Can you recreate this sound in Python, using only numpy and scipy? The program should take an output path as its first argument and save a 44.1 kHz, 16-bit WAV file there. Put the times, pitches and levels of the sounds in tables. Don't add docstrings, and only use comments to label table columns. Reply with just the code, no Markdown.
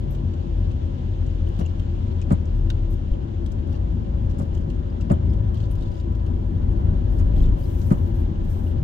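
import sys
import numpy as np
from scipy import signal
from scipy.fft import rfft, irfft, next_fast_len
from scipy.io import wavfile
from scipy.ndimage import uniform_filter1d, map_coordinates

SR = 44100
rng = np.random.default_rng(int(sys.argv[2]) if len(sys.argv) > 2 else 0)


def transcribe(u):
    v = np.clip(np.atleast_2d(u).T, -1, 1)
    q = np.round(v * 32767).astype(np.int16)
    wavfile.write(sys.argv[1], SR, q)


def magnitude_from_level(level_db):
    exponent = np.asarray(level_db, float) / 20
    return 10 ** exponent


N = 389403

# time in seconds, slap in dB, windscreen ring in dB, squeak in dB,
# second blade after the first in dB.
BLADE_FLIPS = [
    (1.59, -17.5, -8, -51, 0.5),
    (2.3119, -5, -5.5, -36, -2.5),
    (4.386, -23.5, -15, -43, 7.5),
    (5.1068, -4, -3.5, -37.5, -5.5),
    (7.186, -24, -6, -60, 7.5),
    (7.9121, -2.5, -4.5, -41, -11),
]


def unit(x):
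    return x / np.sqrt(np.mean(x ** 2) + 1e-20)


def along(points, hz):
    f, v = np.transpose(points)
    return np.interp(np.log(hz + 1), np.log(f + 1), v)


def shape(spectrum):
    return lambda hz: magnitude_from_level(along(spectrum, hz)) * (hz >= spectrum[0][0]) * (hz <= spectrum[-1][0])


def curves(rows):
    s, *columns = np.transpose(rows)
    return [np.interp(np.arange(N) / SR, s, column) for column in columns]


def wobble(rate):
    knots = rng.standard_normal(int(N * rate / SR) + 4)
    return map_coordinates(knots, [np.arange(N) * rate / SR])


def ports(pair, gain):
    # frequency in Hz, left-right likeness from -1 to 1.
    likeness = [(30, 0.98), (60, 0.96), (130, 0.97), (290, 0.53), (450, -0.32), (640, -0.52), (1000, -0.78),
                (1500, -0.28), (2100, 0.011), (3100, -.1), (6800, 0), (15000, 0)]
    # frequency in Hz, left minus right in dB.
    lean = [(30, 2), (60, 4.5), (120, 4.5), (250, 4.5), (500, 1), (1000, 1), (2400, 3), (4400, 2),
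            (8100, 4.5), (15000, -3)]
    m = next_fast_len(N + 8192)
    hz = np.fft.rfftfreq(m, 1 / SR)
    turn = np.arccos(np.clip(along(likeness, hz), -1, 1)) / 2
    left, right = magnitude_from_level(along(lean, hz) / 2), magnitude_from_level(-along(lean, hz) / 2)
    middle = np.hypot(np.cos(turn) * (left + right), np.sin(turn) * (left - right)) / 2
    a, b = rfft(pair, m) * [np.cos(turn), np.sin(turn)] * gain(hz) / middle
    return irfft([left * (a + b), right * (a - b)], m)[:, :N]


def rush(gain, patchy_db=0.):
    z = signal.stft(rng.standard_normal((2, N)), nperseg=512)[2]
    field = uniform_filter1d(rng.standard_normal(z.shape[1:]), size=6, axis=0)
    field = uniform_filter1d(field, size=10, axis=1)
    noise = signal.istft(z * magnitude_from_level(patchy_db * unit(field)), nperseg=512)[1][:, :N]
    pair = ports(noise, gain)
    return pair / np.std(pair.mean(0))


def steadied(pair, share):
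    swell = np.abs(uniform_filter1d(pair.mean(0) ** 2, size=SR // 8)) + 1e-6
    pair = pair / swell ** (np.clip(share, 0, 1) / 2)
    return pair / np.std(pair.mean(0))


def strikes(times, levels_db, t60s, rise):
    env, t = np.zeros(N + SR), np.arange(SR // 8) / SR
    for s, db, t60 in zip(times, levels_db, t60s):
        env[round(s * SR):][:len(t)] += magnitude_from_level(db - 60 * t / max(t60, .005)) * (1 - np.exp(-t / rise))
    return env[:N]


def road():
    # time in seconds, surface roughness in dB.
    roughness = [(0, -29), (1.42, -27), (1.5, -26), (2.43, -27), (3.1, -28), (3.27, -29), (3.98, -27.5),
                 (4.92, -30), (5.24, -24.5), (5.8, -29.5), (6.47, -27), (6.76, -24), (7.1, -26.5),
                 (7.43, -29.5), (7.65, -25.5), (7.99, -23.5), (8.26, -27), (8.83, -26.5)]
    # time in seconds, level in dB, half length in seconds.
    road_dips = [
        (1.55, -52, 0.078),
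        (4.5, -41.5, 1),
        (5.75, -40.5, 0.18),
        (6.47, -35.5, 0.18),
        (6.77, -28.5, 0.13),
        (7.05, -34, 0.21),
        (7.4, -25.5, 0.2),
        (8.28, -33, 0.72),
    ]
    # frequency in Hz, level in dB per Hz.
    spring_spectrum = [(18, -40), (23, -9), (28, 2), (36, -12), (45, -2.5), (56, -10.5), (66, -25)]
    seat_spectrum = [(28, -29.5), (36, -13), (46, 13.5), (56, -14), (66, -23.5)]
    boom_spectrum = [(52, -18), (62, -8), (70, -7), (78, 0), (84, 3.5), (90, -2), (97, -5), (108, -5.5),
                     (114, -17.5), (135, -16), (150, -27.5)]
    tyre_spectrum = [(71, -35.5), (120, -19.5), (135, -2.5), (161, -3.5), (244, -5.5), (290, -11.5),
                     (339, -12.5), (374, -12.5), (410, -22.5), (480, -28), (620, -54), (1060, -120)]
    roar_spectrum = [(250, -24.5), (430, -2), (488, -3), (550, -0.5), (641, -4.5), (674, -10), (797, -7.5),
                     (861, -10.5), (984, -14), (1050, -13.5), (1170, -18), (1680, -19), (2300, -29),
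                     (2990, -67), (5060, -120)]
    # centre in Hz, width in Hz, level in dB rms, loudest at this second.
    trim_panels = [(549.4, 14, -61.5, 4.3), (984.4, 50, -68.5, 6.4), (1462, 46, -88.5, 4.6),
                   (335.6, 27.6, -48.5, 7.5)]

    def panel_gain(centre, width):
        return lambda hz: 1 / (1 + ((hz - centre) / width * 2) ** 4)

    boom_db, = curves(roughness)
    t = np.arange(N) / SR
    swing_db = boom_db + 27
    dips = sum(magnitude_from_level(db) * np.exp(-((t - s) / half) ** 2) for s, db, half in road_dips)
    tyres = magnitude_from_level(-35.5 + 0.26 * swing_db) + magnitude_from_level(-13.5) * dips
    roar = magnitude_from_level(-50.5 + 0.31 * swing_db) + magnitude_from_level(-32) * dips
    bumps = wobble(9.0)
    low = (magnitude_from_level(-44.5) + dips) * magnitude_from_level(5.0 + 0.41 * bumps) * steadied(rush(shape(spring_spectrum)), share=0.39)
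    low += (magnitude_from_level(boom_db - 11.5) + magnitude_from_level(-6.5) * dips) * magnitude_from_level(bumps) * rush(shape(seat_spectrum))
    low += magnitude_from_level(boom_db + 2.0 + 1.3 * bumps) * steadied(rush(shape(boom_spectrum)), share=.8)
    low += tyres * magnitude_from_level(0.52 + .9 * bumps) * rush(shape(tyre_spectrum), patchy_db=1.2)
    low += roar * magnitude_from_level(0.1 + 0.42 * bumps) * rush(shape(roar_spectrum), patchy_db=1.0)
    for centre, width, db, s in trim_panels:
        swell_db = 6 * np.exp(-((t - s) / 1.3) ** 2)
        low += magnitude_from_level(db + 1.7 * wobble(1.5) + swell_db) * rush(panel_gain(centre, width))
    return low


def engine():
    # time in seconds, firing rate in Hz, level in dB.
    firing = [(0, 47, -26), (.7, 44.19, -23.5), (1.5, 41.08, -23.5), (1.9, 39.58, -33), (2.7, 37.67, -19.5),
              (2.97, 37.18, -22.5), (3.1, 46, -29), (3.6, 47.82, -31), (3.9, 54.52, -22), (4.7, 49.75, -31),
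              (5.3, 53.67, -23), (6.4, 53.56, -27), (6.7, 54.7, -22), (7.5, 54.9, -21), (7.9, 55.04, -30.5),
              (8.83, 54.5, -38.5)]
    # multiple of the firing rate, level in dB.
    orders = [(1, -3), (2, -10), (3, -16.5)]
    hz, level_db = curves(firing)
    turn = 2 * np.pi * np.cumsum(hz * (1 + 0.0065 * wobble(6))) / SR
    tone = sum(magnitude_from_level(db + 2.5 * wobble(7)) * np.sin(k * turn) for k, db in orders)
    return np.sqrt(2) * magnitude_from_level(level_db) * tone * magnitude_from_level([[1.5], [-1.8]])


def spray():
    # time in seconds, wetness in dB.
    wetness = [(0, -62.5), (1.72, -61), (3.39, -64), (5.6, -64), (6.34, -65), (7.45, -63), (7.72, -62.5),
               (8.83, -63.5)]
    # start in seconds, length in seconds, level
    # in dB.
    fine_bursts = [(0.11, 0.029, -67), (1.497, 0.33, -85), (2.53, 0.009, -78), (2.563, 0.019, -74),
                   (2.914, 0.029, -67), (6.118, .012, -73), (6.717, 0.013, -75), (5.713, 0.023, -68),
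                   (5.761, 0.23, -92), (6.306, 1, -83), (7.107, 0.061, -73.5), (7.366, 0.071, -69.5),
                   (7.605, 0.25, -65), (7.929, 0.15, -71), (8.144, 0.06, -70), (8.501, 0.035, -64.5),
                   (8.44, 0.058, -73), (8.217, 0.047, -80), (8.3, .13, -89), (7.809, .09, -72),
                   (8.56, 0.13, -69.5)]
    # frequency in Hz, level in dB per Hz.
    hiss_spectrum = [(1240, -13), (2100, -6), (2610, -3), (2840, -0.5), (3070, -0.5), (3310, -1.5),
                     (4450, -9.5), (5200, -15), (6760, -44), (11400, -120)]
    rain_spectrum = [(2820, -30.5), (4800, -5), (5200, -1), (6530, 0), (7650, -5.5), (8550, -15.5),
                     (9500, -18), (12400, -47.5), (20900, -120)]
    fine_spectrum = [(5000, -32.5), (8500, -1), (8940, -1), (9680, -7.5), (10300, -4.5), (12700, 1.5),
                     (13500, -2), (15100, 2), (16000, -7.5)]
    mist_spectrum = [(5000, -34), (8500, -2), (10300, -1.5), (12700, 1.5), (15500, -2), (16000, -8)]
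    hiss_db, = curves(wetness)
    t = np.arange(N) / SR
    fine = np.zeros(N)
    for s, length, db in fine_bursts:
        outside = np.maximum(2.2 * (s - t), t - s - length) / length
        fine += magnitude_from_level(db - 31 * np.maximum(outside, 0))
    drops = wobble(60)
    wet = magnitude_from_level(hiss_db + drops) * rush(shape(hiss_spectrum))
    wet += magnitude_from_level(hiss_db - 10.5 + .4 * drops) * rush(shape(rain_spectrum))
    wet += fine * magnitude_from_level(-4.5) * rush(shape(rain_spectrum))
    wet += magnitude_from_level(-90.5) * rush(shape(mist_spectrum))
    flutter = magnitude_from_level(0.4 + 1.1 * drops + .5 * wobble(25))
    return wet + fine * flutter * rush(shape(fine_spectrum), patchy_db=2.2)


def rattles():
    # time in seconds, peak in dB, frequency
    # in Hz.
    clip_rings = [(0.3326, -51.5, 2920), (0.7114, -49.5, 2620), (1.4705, -43, 3040), (1.5873, -49, 2900),
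                  (1.612, -42.5, 2900), (1.495, -49, 2695), (1.818, -49, 3150), (1.628, -45.5, 2825),
                  (1.651, -45, 2700), (1.661, -39.5, 2740), (1.7954, -46, 3140), (2.2195, -42.5, 2540),
                  (2.3053, -48, 2754), (2.706, -53.5, 3090), (3.1348, -44.5, 3050), (3.463, -51, 3390),
                  (4.5485, -50, 2887), (4.574, -46, 3150), (4.703, -47.5, 2736), (5.0122, -45, 2716),
                  (5.1, -42, 2830), (5.138, -45.5, 3040), (5.3275, -53, 3170), (5.544, -46.5, 3130),
                  (5.573, -44.5, 3300), (5.604, -48, 3190), (5.631, -49.5, 3070), (5.822, -46, 3710),
                  (5.856, -50.5, 3500), (5.915, -56, 4830), (5.952, -54.5, 4820), (5.975, -55, 3400),
                  (5.998, -51, 3780), (6.2687, -55, 2743), (7.349, -54.5, 2800), (7.363, -46, 3320),
                  (7.378, -50, 3190), (7.395, -53.5, 3090), (7.4037, -42.5, 3160), (7.416, -52, 3080),
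                  (7.4378, -44.5, 3540), (7.465, -52, 3080), (7.483, -53, 2970), (7.906, -47, 2590),
                  (7.94, -50.5, 2930), (8.3553, -49, 2940), (8.667, -48, 2880),
                  (1.658, -48, 6900), (1.657, -53, 6300), (1.611, -50, 5750), (3.741, -47, 2800),
                  (3.739, -65, 12200), (3.737, -71.5, 15300), (3.762, -68, 9200), (2.903, -57, 9200),
                  (2.907, -51.5, 12000), (2.7, -53, 11000), (.107, -50, 13000), (.126, -58.5, 12200),
                  (5.7095, -50.5, 9200), (5.717, -56, 12500), (5.711, -61, 14700), (7.612, -56, 4500),
                  (7.625, -52, 3000), (7.638, -50.5, 4800), (7.655, -52.5, 4100), (7.2, -55, 6500),
                  (7.812, -58, 6400), (5, -44, 1400), (5.3, -53, 5000), (4.9, -54, 4800),
                  (5.998, -54.5, 4800)]
    rings = clip_rings
    out, t = np.zeros((2, N + SR)), np.arange(SR // 10) / SR
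    for (s, db, hz), phase in zip(rings, rng.uniform(0, 2 * np.pi, (len(rings), 6))):
        drift = .09 * np.cumsum(rng.standard_normal((3, len(t))), axis=1)
        modes = [(1, 5.5), (1.08, -3.5), (2.1, -14 if hz < 4000 else -60)]  # (frequency ratio, dB)
        ring = 0
        for k, (ratio, level_db) in enumerate(modes):
            port_phase = np.array([[0], [phase[2 * k + 1] - np.pi]]) / 2
            turn = 2 * np.pi * ratio * hz * t + drift[k] + phase[2 * k] + port_phase
            ring = ring + magnitude_from_level(level_db) * np.sin(turn)
        envelope = magnitude_from_level(db - 4 - 60 * t / .032) * (1 - np.exp(-t / 0.0015))
        out[:, round(s * SR):round(s * SR) + len(t)] += envelope * ring
    return out[:, :N] * magnitude_from_level([[1.8], [-1.8]])


def ticks():
    # time in seconds, size in dB, low knock over it in dB, top over it in
    # dB.
    near_ticks = [(0.148, -56, 13.5, -8), (0.336, -60.5, 14, -14.5), (5.855, -69, 7, -5),
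                  (1.262, -57, 8, -19), (1.475, -66.5, 14, -2.5), (1.661, -56, 2, -25),
                  (1.7948, -58.5, 15, -6.5), (2.4529, -57, -3.5, -22), (2.7017, -42.5, 19, -7.5),
                  (5.822, -62.5, 15, -8), (3.4608, -47.5, 10, -11.5), (3.518, -51.5, -2, -11.5),
                  (0.7128, -59.5, 6, -15), (3.726, -61, 8, -6), (4.2973, -59, 8, -8.5),
                  (4.5473, -57, 10, -8.5), (4.574, -60, 1, -9), (4.7, -58.5, 12.5, -8.5),
                  (5.333, -58, 11.5, -7), (5.5422, -56, 6, -4), (5.7835, -65, 16, -5),
                  (5.6011, -57, 13, -9), (5.6555, -62, 5, -10), (5.7108, -69, 22, 10), (5.7523, -58, 9, -1),
                  (5.953, -62.5, 9, -11), (5.999, -61, 11, -14.5), (6.1496, -58.5, 10, -8.5),
                  (6.262, -60, 13, -5), (7.3648, -72, 18, 7),
                  (5.573, -57.5, 4, -10), (5.583, -66, 2, -11), (5.625, -62, 2, -8), (5.636, -68, 2, -11),
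                   (5.689, -70, 2, -10), (5.808, -63, 2, -8), (5.831, -65, 2, -2.5), (5.878, -67, 2, -4),
                   (5.908, -66.5, 0, -3.5), (5.918, -63, 1, -8), (5.9399, -62, 2, -10),
                   (5.965, -66.5, 2, -5.5), (5.978, -65, 2, -11), (5.988, -65, 1, -14),
                   (6.008, -68, 2, -4.5), (4.3087, -58, 8, -8.5), (4.342, -65, 2, -7), (4.418, -57, 7, -8),
                   (4.428, -62.5, 2, -8), (4.454, -70, 2, -1), (4.539, -63, 2, -8), (4.6076, -63, 3, -9),
                   (4.694, -63, 4, -15), (7.076, -70, 16.5, -5.5), (7.481, -66, 11, -4),
                   (7.44, -64, 7, -12), (8.3898, -71, 6, -10), (8.4487, -63.5, 2, -10.5),
                   (1.486, -63, 4, -1.5), (1.59, -59, 18, -9), (3.672, -61, -1, -7), (3.702, -65, 0, -5.5),
                   (3.512, -65, 1, -4), (3.766, -70, -3, -3)]
    # seconds after the flip, size in dB, low knock in dB, top in dB.
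    lift_ticks = [(-.003, -57, 3.3, -4), (.003, -61.5, 3.3, -6), (.01, -61.5, 3, -4.5), (.021, -67, 12, -9)]
    turn_ticks = [(-.098, -48.5, 6.4, -18.5), (-.09, -59.5, 6, -16), (-.008, -51.5, 6.9, -7),
                  (.008, -56, 5.3, -3)]
    # frequency in Hz, level in dB per Hz.
    bands = [
        [(900, -24), (1400, -1.5), (2000, -16.5), (2900, 0.5), (3500, -3.5), (4500, -5.5), (5200, -35)],
        [(4000, -40), (4600, 5), (7500, 3.5), (8500, -6), (9000, -39)],
        [(8000, -43), (8800, 0.5), (12000, -7.5), (15500, -4), (16500, -42.5)],
    ]
    arms = []
    for k, flip in enumerate(BLADE_FLIPS):
        for lag, *rest in (turn_ticks if k % 2 else lift_ticks):
            arms.append((flip[0] + lag, *rest))
    s, size_db, low_db, top_db = np.transpose(near_ticks + arms)
    t60 = 0.038 * magnitude_from_level(-0.45 * np.maximum(size_db + 57.0, 0))
    out = np.zeros((2, N))
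    for over_db, band in zip((low_db - 6.5, 0, top_db), bands):
        level_db = size_db + over_db
        burst = strikes(s, level_db, t60, rise=0.0015)
        burst += strikes(s, level_db - 19, 0 * s + .1, rise=0.0053)
        out += burst * rush(shape(band), patchy_db=1.5)
    return out


def showers():
    # start in seconds, end in seconds, drops a second, level in dB.
    clumps = [
        (1.46, 1.7, 140, -65),
        (3.714, 3.776, 220, -64.5),
        (5.542, 5.67, 500, -69.5),
        (5.779, 6.017, 500, -70),
        (7.36, 7.462, 450, -67.5),
        (7.595, 7.703, 150, -75.5),
    ]
    # frequency in Hz, level in dB per Hz.
    patter_spectrum = [(2000, -31), (2600, 2.5), (3300, 1), (4500, 0), (5500, -6), (7500, -13.5),
                       (9000, -24.5), (15500, -25), (16500, -45)]
    out = np.zeros((2, N))
    for start, end, rate, db in clumps:
        draw = rng.uniform(size=(160, 2))
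        s = start + np.cumsum(-np.log(draw[:, 0])) / rate
        keep = s < end
        size_db = db + 8 * draw[keep, 1]
        out += strikes(s[keep], size_db, 0 * size_db + 0.016, rise=0.0004)
    return out * rush(shape(patter_spectrum), patchy_db=2.5)


def wipers():
    second_blade_s = (.023, 0.01563)
    # frequency in Hz, level under the
    # slap in dB, t60 in seconds.
    arm_modes = [(265, -25.5, .14), (339, -20.5, 0.12), (593, -22, 0.047), (1220, -34, 0.055),
                 (1488, -41, 0.048), (2250, -47, .05), (4250, -41.5, .031)]
    opposed_arm_modes = [(135, -14, .16), (600, -19, .06), (790, -20, 0.063), (950, -22, .07), (1180, -23, .06),
                         (1450, -32, .05)]
    chatter_db = (-19, -11, -21.5, -10.5, -24, -12.5)
    # frequency in Hz, level in dB per Hz.
    chatter_spectrum = [(200, -26), (260, -4.5), (400, -9.5), (480, -14.5), (590, -10.5), (720, -20.5),
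                        (900, -25), (1250, -27), (1800, -33), (2400, -38.5), (3200, -54.5), (5000, -52),
                        (6000, -78.5)]
    squeak_spectrum = [(5500, -41), (7000, 12), (7800, 5), (9000, 8.5), (10200, -8.5), (12000, -47)]
    thump, opposed, t = np.zeros(N + SR), np.zeros(N + SR), np.arange(SR // 2) / SR
    u = t / .0042
    slap = -u * np.exp((1 - u ** 2) / 2) * np.sin(2 * np.pi * 160 * t)
    swell = 1 - np.exp(-(t / .036) ** 3)
    screen = -np.sin(2 * np.pi * 83.5 * t) * magnitude_from_level(10.5 - 60 * t / .14) * swell
    arm_rise = (t / 0.009) ** 2 / (1 + (t / 0.0066) ** 2)
    arm = sum(magnitude_from_level(db + 9.5 - 60 * t / t60) * arm_rise * np.sin(2 * np.pi * hz * t) for hz, db, t60 in arm_modes)
    opposed_rise = 1 - np.exp(-t / .003)
    across = sum(magnitude_from_level(db - 60 * t / t60) * opposed_rise * np.sin(2 * np.pi * hz * t) for hz, db, t60 in opposed_arm_modes)

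    def add(track, s, sound):
        track[round(s * SR):][:len(t)] += sound

    for k, (s, slap_db, ring_db, _, second_db) in enumerate(BLADE_FLIPS):
        lag = second_blade_s[k % 2]
        add(thump, s, magnitude_from_level(ring_db) * screen)
        add(thump, s + .001, magnitude_from_level(slap_db) * (slap + arm))
        add(thump, s + .001 + lag, magnitude_from_level(slap_db + second_db) * (slap + magnitude_from_level(-9.5) * arm))
        add(opposed, s, magnitude_from_level(slap_db) * across)
        add(opposed, s + lag, magnitude_from_level(slap_db + second_db) * across)
    s, slap_db, _, squeak_db, _ = np.transpose(BLADE_FLIPS)
    chatter = strikes(s - .009 + .016 * (slap_db < -15), chatter_db, 0 * s + .095, rise=.03)
    chatter = chatter * rush(shape(chatter_spectrum), patchy_db=1)
    squeak = strikes(s + .002 + .006 * (slap_db > -15), squeak_db - 10.5, 0 * s + 0.069, rise=0.00088)
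    squeak = squeak * rush(shape(squeak_spectrum))
    return thump[:N] * magnitude_from_level([[2.2], [-3]]) + opposed[:N] * [[1], [-1]] + chatter + squeak


def big_drop():
    # frequency in Hz, level in dB, t60 in seconds.
    roof_modes = [(1560, -3, .029), (1850, -5, .025), (2160, -7, .027), (2770, -3, .035), (3150, -2, .03),
                  (4300, -5, .022), (4870, -3, .025), (5400, -5, .022), (5870, -1.5, .022),
                  (6500, -6, .022), (7300, -10, .025)]
    out, t = np.zeros(N + SR), np.arange(SR // 10) / SR
    ring = np.zeros(len(t))
    for hz, db, t60 in roof_modes:
        ring += magnitude_from_level(db - 60 * t / t60) * np.sin(2 * np.pi * hz * t + rng.uniform(0, 2 * np.pi))
    out[round(2.7012 * SR):][:len(t)] = magnitude_from_level(-39.5) * (1 - np.exp(-t / 0.00067)) * ring
    return out[:N] * magnitude_from_level([[1.5], [-1.5]])


def jolts():
    # time in seconds, level in dB, frequency in Hz.
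    edges = [
        (3.108, -12, 43.5),
    ]
    out, t = np.zeros(N + SR), np.arange(SR // 4) / SR
    for s, db, hz in edges:
        envelope = magnitude_from_level(db + 8.5 - 60 * t / 0.12) * (1 - np.exp(-(t / 0.0084) ** 2))
        out[round(s * SR):][:len(t)] += envelope * np.cos(2 * np.pi * hz * t)
    return out[:N] * magnitude_from_level([[1.5], [-1.8]])


def scene():
    running = road() + engine() + spray()
    small = rattles() + ticks() + showers()
    return running + small + wipers() + big_drop() + jolts()


def top_cut(x):
    return signal.sosfilt(signal.butter(12, 15840, fs=SR, output="sos"), x)


def record(dry):
    held = dry / (1 + np.abs(dry / .99) ** 12) ** (1 / 12)
    return top_cut(held)


dry = scene()
out = record(dry)
transcribe(out)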